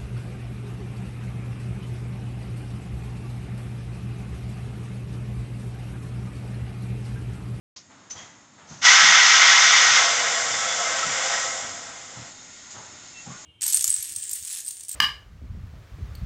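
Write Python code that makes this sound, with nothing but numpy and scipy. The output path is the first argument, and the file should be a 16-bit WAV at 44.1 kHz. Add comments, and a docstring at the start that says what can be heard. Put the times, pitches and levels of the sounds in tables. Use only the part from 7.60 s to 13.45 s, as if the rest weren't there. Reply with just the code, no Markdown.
"""A thin hiss and a few spits, then a blast of steam from low by a standing locomotive's cylinders.
One microphone, outdoors, a few metres from the engine. The valve snaps open, eases back and closes
to a leak; the jet rings the pipe and frame and whistles briefly. Behind it the air pump works
steadily, a thump and a soft chuff of exhaust at each stroke, over the rumble of boiler and yard."""
import sys
import numpy as np
from scipy import signal
from scipy.fft import rfft, irfft
from scipy.io import wavfile
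from scipy.ndimage import map_coordinates

SR = 44100
rng = np.random.default_rng(int(sys.argv[2]) if len(sys.argv) > 2 else 0)


def pcm_store(signal):
    """Save signal as 16-bit PCM."""
    levels = np.round(np.clip(np.atleast_2d(signal), -1, 1) * 32767)
    wavfile.write(sys.argv[1], SR, levels.astype(np.int16).T)


N = 257984
T = np.arange(N) / SR
HZ = np.maximum(np.arange(N // 2 + 1) * SR / N, 1)

# The valve snaps open, is eased back, starts to close and finally seats.
OPEN_S, EASE_S, CLOSE_S, SEAT_S = 1.2138, 2.38, 3.76, 4.73
# Air pump strokes. Each row: start in seconds, thump level in dB, thump pitch in Hz, chuff level in dB.
PUMP_STROKES = [(0.541, -50, 100, -48.5), (1.097, -40, 120.6, -54), (1.423, -34.5, 160.4, -47),
                (2.285, -43, 124, -50), (2.89, -40.5, 105, -52), (3.448, -38.5, 129, -48),
                (4.018, -45, 99.5, -45), (4.557, -36.5, 114.8, -48.5), (5.135, -46, 104.8, -44.5),
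                (5.657, -35.5, 135.7, -50)]


def steam_jet(wide_db=-14.5, eased_db=-32, split_hz=4300):
    """Turbulent steam rings the pipe; its colour follows the valve opening and its pressure flutters."""
    # The jet with the valve wide open, then eased back. Each row: frequency in Hz, level in dB.
    wide_colour = [(150, -52), (330, -33.5), (420, -37), (600, -31), (900, -17.5), (1200, -11), (2100, -4),
                   (3500, -4.5), (4200, -7), (5300, -1), (6300, 0), (7400, -9.5), (8000, -19.5),
                   (8700, -29.5)]
    eased_colour = [(40, -37), (150, -28.5), (330, -15.5), (420, -22.5), (600, -11.5), (900, -15),
                    (1200, -11.5), (2100, -9), (3500, -9), (4200, -11.5), (5300, -2.5), (6300, -1.5),
                    (7400, 2.5), (8000, -12.5), (8700, -19.5)]
    # Resonances of pipe and frame. Each row: frequency in Hz, width in Hz, lift in dB.
    pipe_rings = [(470, 90, 13.5), (535, 45, 11), (680, 105, 14), (808, 110, 12.5), (995, 120, 9.8),
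                  (1098, 44, 10.5), (1204, 62, 7.5), (1303, 34, 13.5), (1390, 150, 8.8), (1476, 18, 9.5),
                  (1556, 60, 11), (1699, 42, 10), (1885, 60, 11.5), (1941, 34, 9.8), (2085, 80, 12.8),
                  (2202, 40, 6.5), (2287, 26, 7), (2947, 36, 7.5), (3236, 110, 4.2), (3416, 28, 10.5),
                  (3630, 150, 6), (4188, 50, 5), (4775, 60, 3), (5170, 80, 5.5), (5812, 36, 5),
                  (6000, 32, 4.5), (6297, 24, 7.5), (6748, 45, 5.5), (7438, 28, 5.5)]
    roar_db = roar_level()
    opening = np.clip((roar_db - eased_db) / (wide_db - eased_db), 0, 1)
    hiss_db = roar_db - 3.5 * opening + 0.46 * (1 - opening)
    eddies = turbulence(flicker_db=0.5, flicker_hz=7.6, spatter=0.024)
    lowpass = 1 / (1 + (HZ / split_hz) ** 16)
    steam = 0
    for points, share in ((wide_colour, opening), (eased_colour, 1 - opening)):
        gain = colour(points, pipe_rings)
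        roar = unit(shape(eddies, gain * lowpass))
        hiss = unit(shape(eddies, gain * (1 - lowpass)))
        steam = steam + share * (undb(roar_db) * roar + undb(hiss_db) * hiss)
    # The steam's heat wavers, and all the resonances with it.
    wavering_clock = np.cumsum(1 + 0.00186 * wander(4.03))
    steam = map_coordinates(steam, [wavering_clock], order=3, mode="nearest")
    build_db = 22 * (ramp(OPEN_S, 0.042) - 1)
    flutter_db = 0.26 * wander(28)
    return steam * valve_open() * undb(build_db + flutter_db)


def roar_level(blast_db=-12.5, trickle_db=-49.5, sag_db_per_s=4, close_db_per_s=40):
    """The roar in dB: it sags with the pipe pressure, drops when eased, recovers a little, then fades."""
    sag = sag_db_per_s * (np.clip(T, OPEN_S, EASE_S) - OPEN_S)
    ease = 11.5 * (1 - np.exp(-np.maximum(T - EASE_S, 0) / 0.24))
    recover = 2 * ramp(CLOSE_S - 0.26, 0.26)
    close = close_db_per_s * np.maximum(T - CLOSE_S, 0)
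    return 20 * np.log10(undb(blast_db - sag - ease + recover - close) + undb(trickle_db))


def valve_open(opening_s=0.0082, seating_s=0.045):
    """1 while the valve lets the jet out, 0 while it is seated."""
    return ramp(OPEN_S, opening_s) * (1 - ramp(SEAT_S - seating_s, seating_s))


def turbulence(flicker_db, flicker_hz, spatter):
    """Eddies make each octave flicker on its own; water drops in the steam add a fine spatter."""
    rush = rng.standard_normal(N) * np.exp(spatter * wander(400))
    octave = np.clip(np.log2(HZ / 500), 0, 4)
    bands = (shape(rush, np.maximum(1 - abs(octave - k), 0)) for k in range(5))
    return unit(sum(band * undb(flicker_db * wander(flicker_hz)) for band in bands))


def whistles(waver=0.0041):
    """Brief, wavering whistles in the blast, and one thin, faint chirp after it."""
    # Each row: loudest moment in seconds, pitch in Hz, level in dB, length in seconds.
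    tones = [(1.283, 1957, -15, 0.029), (2.947, 3540, -33, 0.031), (3.035, 1320, -33.5, 0.076),
             (3.112, 3440, -33.5, 0.037), (3.214, 702, -28, 0.022), (3.437, 1310, -23.5, 0.017),
             (3.776, 1904, -33.5, 0.042), (5.586, 2697, -45, 0.05)]
    clock = np.cumsum(1 + waver * wander(60)) / SR
    out = 0
    for peak_s, hz, db, length in tones:
        swell = np.exp(-2 * ((T - peak_s) / length) ** 2)
        out = out + undb(db) * swell * np.sqrt(2) * np.sin(2 * np.pi * hz * clock)
    return out


def leak(before_db=-57.5, after_db=-44.5):
    """Steam slips past the valve seat in a thin, high hiss, stronger once the valve has been opened."""
    # Colour of the hiss. Each row: frequency in Hz, level in dB.
    leak_colour = [(300, -9.5), (800, -5), (1400, -8.5), (2100, -4), (2450, -7), (3500, -6.5), (4200, -5.5),
                   (5400, -4.5), (6100, -5), (6800, 0.5), (7400, -1), (8000, -14.5), (8700, -21)]
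    # Its resonances. Each row: frequency in Hz, width in Hz, lift in dB.
    leak_rings = [(1410, 100, 10), (1930, 130, 4.9), (3670, 90, 7.7), (5200, 70, 4), (5350, 130, 5.3),
                  (6450, 170, 9.5), (6670, 87, 4), (7100, 95, 8.2)]
    eddies = turbulence(flicker_db=0.7, flicker_hz=7.3, spatter=0.066)
    hiss = unit(shape(eddies, colour(leak_colour, leak_rings)))
    return hiss * undb(np.where(T < OPEN_S, before_db, after_db))


def spits(width_hz=1200):
    """Short, bright bursts of hiss; the first is a sharp "tss" as the sound begins."""
    # Each row: start in seconds, level in dB, rise and decay in seconds, centre in Hz.
    bursts = [(.163, -38, 0.0004, 0.025, 5400), (.499, -41, 0.012, .022, 6740),
              (.54, -43.5, 0.038, 0.091, 6440), (1.061, -47, 0.041, 0.3, 6220),
              (5.103, -39, 0.0051, 0.035, 6800)]
    return sum(undb(db) * puff(start, rise, decay) * ringing_hiss(hz, width_hz)
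               for start, db, rise, decay, hz in bursts)


def pump_thumps(rise_s=0.019, fade_s=0.083, boom_share=0.49):
    """Behind the jet, each stroke shakes the pump body into a rough, dull clunk."""
    body = colour([(25, -49), (55, -26), (90, -2), (220, 4), (340, -2.5), (900, -17.5)])
    clock = np.cumsum(1 + 0.152 * wander(49)) / SR
    out = 0
    for start, db, hz, _ in PUMP_STROKES:
        age = np.maximum(T - start, 0)
        envelope = ramp(start, rise_s) * np.exp(-(age / fade_s) ** 2)
        boom = np.sin(2 * np.pi * hz * clock)
        rumble = noise(body * np.sqrt(resonance(hz, 1.3 * hz)))
        out = out + undb(db) * envelope * (boom_share * boom + (1 - boom_share) * rumble)
    return out


def pump_exhaust():
    """The pump lets out spent steam: a chuff at each stroke and a few long, soft wafts."""
    # Colour of the exhaust. Each row: frequency in Hz, level in dB.
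    exhaust_colour = [(30, -29), (100, -8), (400, -9), (800, -3), (1300, -3.5), (2100, -10.5), (2600, -14),
                      (3400, -14.5), (4500, -19.5), (8000, -29.5)]
    # Wafts between strokes. Each row: start in seconds, level in dB.
    soft_wafts = [(.28, -53.5), (0.964, -53)]
    chuffs = sum(undb(db) * puff(start, rise_s=0.024, decay_s=0.14) for start, _, _, db in PUMP_STROKES)
    wafts = sum(undb(db) * puff(start, rise_s=0.03, decay_s=0.44) for start, db in soft_wafts)
    return (chuffs + wafts) * noise(colour(exhaust_colour))


def pump_squeaks(width_hz=57, rise_share=0.35):
    """Now and then the pump squeaks, ringing at one narrow resonance."""
    # Each row: start in seconds, level in dB, pitch in Hz, decay in seconds.
    squeaks = [(.497, -34, 6080, 0.031), (.555, -47.5, 3250, 0.073), (.56, -47.5, 1980, 0.091),
               (5.16, -46.5, 890, 0.068), (5.66, -45, 790, 0.017), (5.695, -41, 1135, 0.035),
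               (5.735, -47.5, 1440, 0.041)]
    return sum(undb(db) * puff(start, rise_share * decay, decay) * ringing_hiss(hz, width_hz)
               for start, db, hz, decay in squeaks)


def reflections(x, count=14, delay_s=(0.002, 0.018), echo_db=-8):
    """The engine's flank, the wheels and the ballast throw sound back with a steely comb colour."""
    lags = rng.uniform(*delay_s, count)
    signs = rng.choice([-1, 1], count)
    echo = sum(sign * np.interp(T - lag, T, x, left=0) for lag, sign in zip(lags, signs))
    strength = undb(echo_db)
    return (x + strength * echo / np.sqrt(count)) / np.sqrt(1 + strength ** 2)


def yard(idle_db=-58.5, jet_rumble_db=-54, swell_db=0.5):
    """Low, uneven rumble of the simmering boiler and open yard; the jet adds to it until the valve seats."""
    # Colour of the rumble. Each row: frequency in Hz, level in dB.
    yard_colour = [(25, -37.5), (55, -22.5), (88, 0.5), (150, -3), (270, 0), (400, -13.5), (900, -17),
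                   (2000, -16.5), (8000, -51)]
    flow = valve_open() * (1 - ramp(CLOSE_S, SEAT_S - CLOSE_S))
    strength = np.sqrt(undb(idle_db) ** 2 + flow * undb(jet_rumble_db) ** 2)
    return noise(colour(yard_colour)) * strength * undb(swell_db * wander(5.1))


def ringing_hiss(hz, width_hz, skirt_db=-30, top_hz=7600):
    """Noise with one resonance standing over a broad skirt."""
    ceiling = 1 / (1 + (HZ / top_hz) ** 40)
    return noise((np.sqrt(resonance(hz, width_hz)) + undb(skirt_db)) * ceiling)


def puff(start_s, rise_s, decay_s):
    """An envelope that builds up evenly, then dies away."""
    return ramp(start_s, rise_s) * np.exp(-np.maximum(T - start_s - rise_s, 0) / decay_s)


def ramp(start_s, length_s):
    """An even rise from 0 to 1."""
    return np.clip((T - start_s) / length_s, 0, 1)


def wander(rate_hz):
    """Random drift with a spread of 1, mostly slower than the given rate."""
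    return noise(1 / (1 + (HZ / rate_hz) ** 4))


def noise(gain):
    """Coloured noise of rms 1."""
    return unit(shape(rng.standard_normal(N), gain))


def colour(points, rings=()):
    """Gain at every frequency: a slope through (Hz, dB) points, lifted by resonances."""
    hz, db = np.transpose(points)
    slope_db = np.interp(np.log(HZ), np.log(hz), db)
    return undb(slope_db + sum(lift * resonance(centre, width) for centre, width, lift in rings))


def resonance(hz, width_hz):
    """Power response of one resonance."""
    return 1 / (1 + (2 * (HZ - hz) / width_hz) ** 2)


def shape(x, gain):
    """Filter by a gain at every frequency."""
    return irfft(rfft(x) * gain, N)


def unit(x):
    """Scale to rms 1."""
    return x / np.sqrt(np.mean(x ** 2))


def undb(db):
    """Decibels to gain."""
    return 10 ** (np.asarray(db) / 20)


def scene():
    """All sources at one microphone, a few metres from the engine."""
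    foreground = steam_jet() + whistles()
    small_sounds = reflections(leak() + spits() + pump_squeaks())
    return (foreground + small_sounds + pump_exhaust() + pump_thumps() + yard())[None]


def record(dry, start_s=0.161, peak=0.95, top_hz=8780):
    """The sound starts after a moment of silence; the highest peaks are rounded and the top is cut."""
    rounded = dry / (1 + (dry / peak) ** 12) ** (1 / 12)
    steep_lowpass = signal.ellip(8, 0.1, 50, top_hz, fs=SR, output="sos")
    return signal.sosfiltfilt(steep_lowpass, rounded * (T >= start_s))


dry = scene()
out = record(dry)
pcm_store(out)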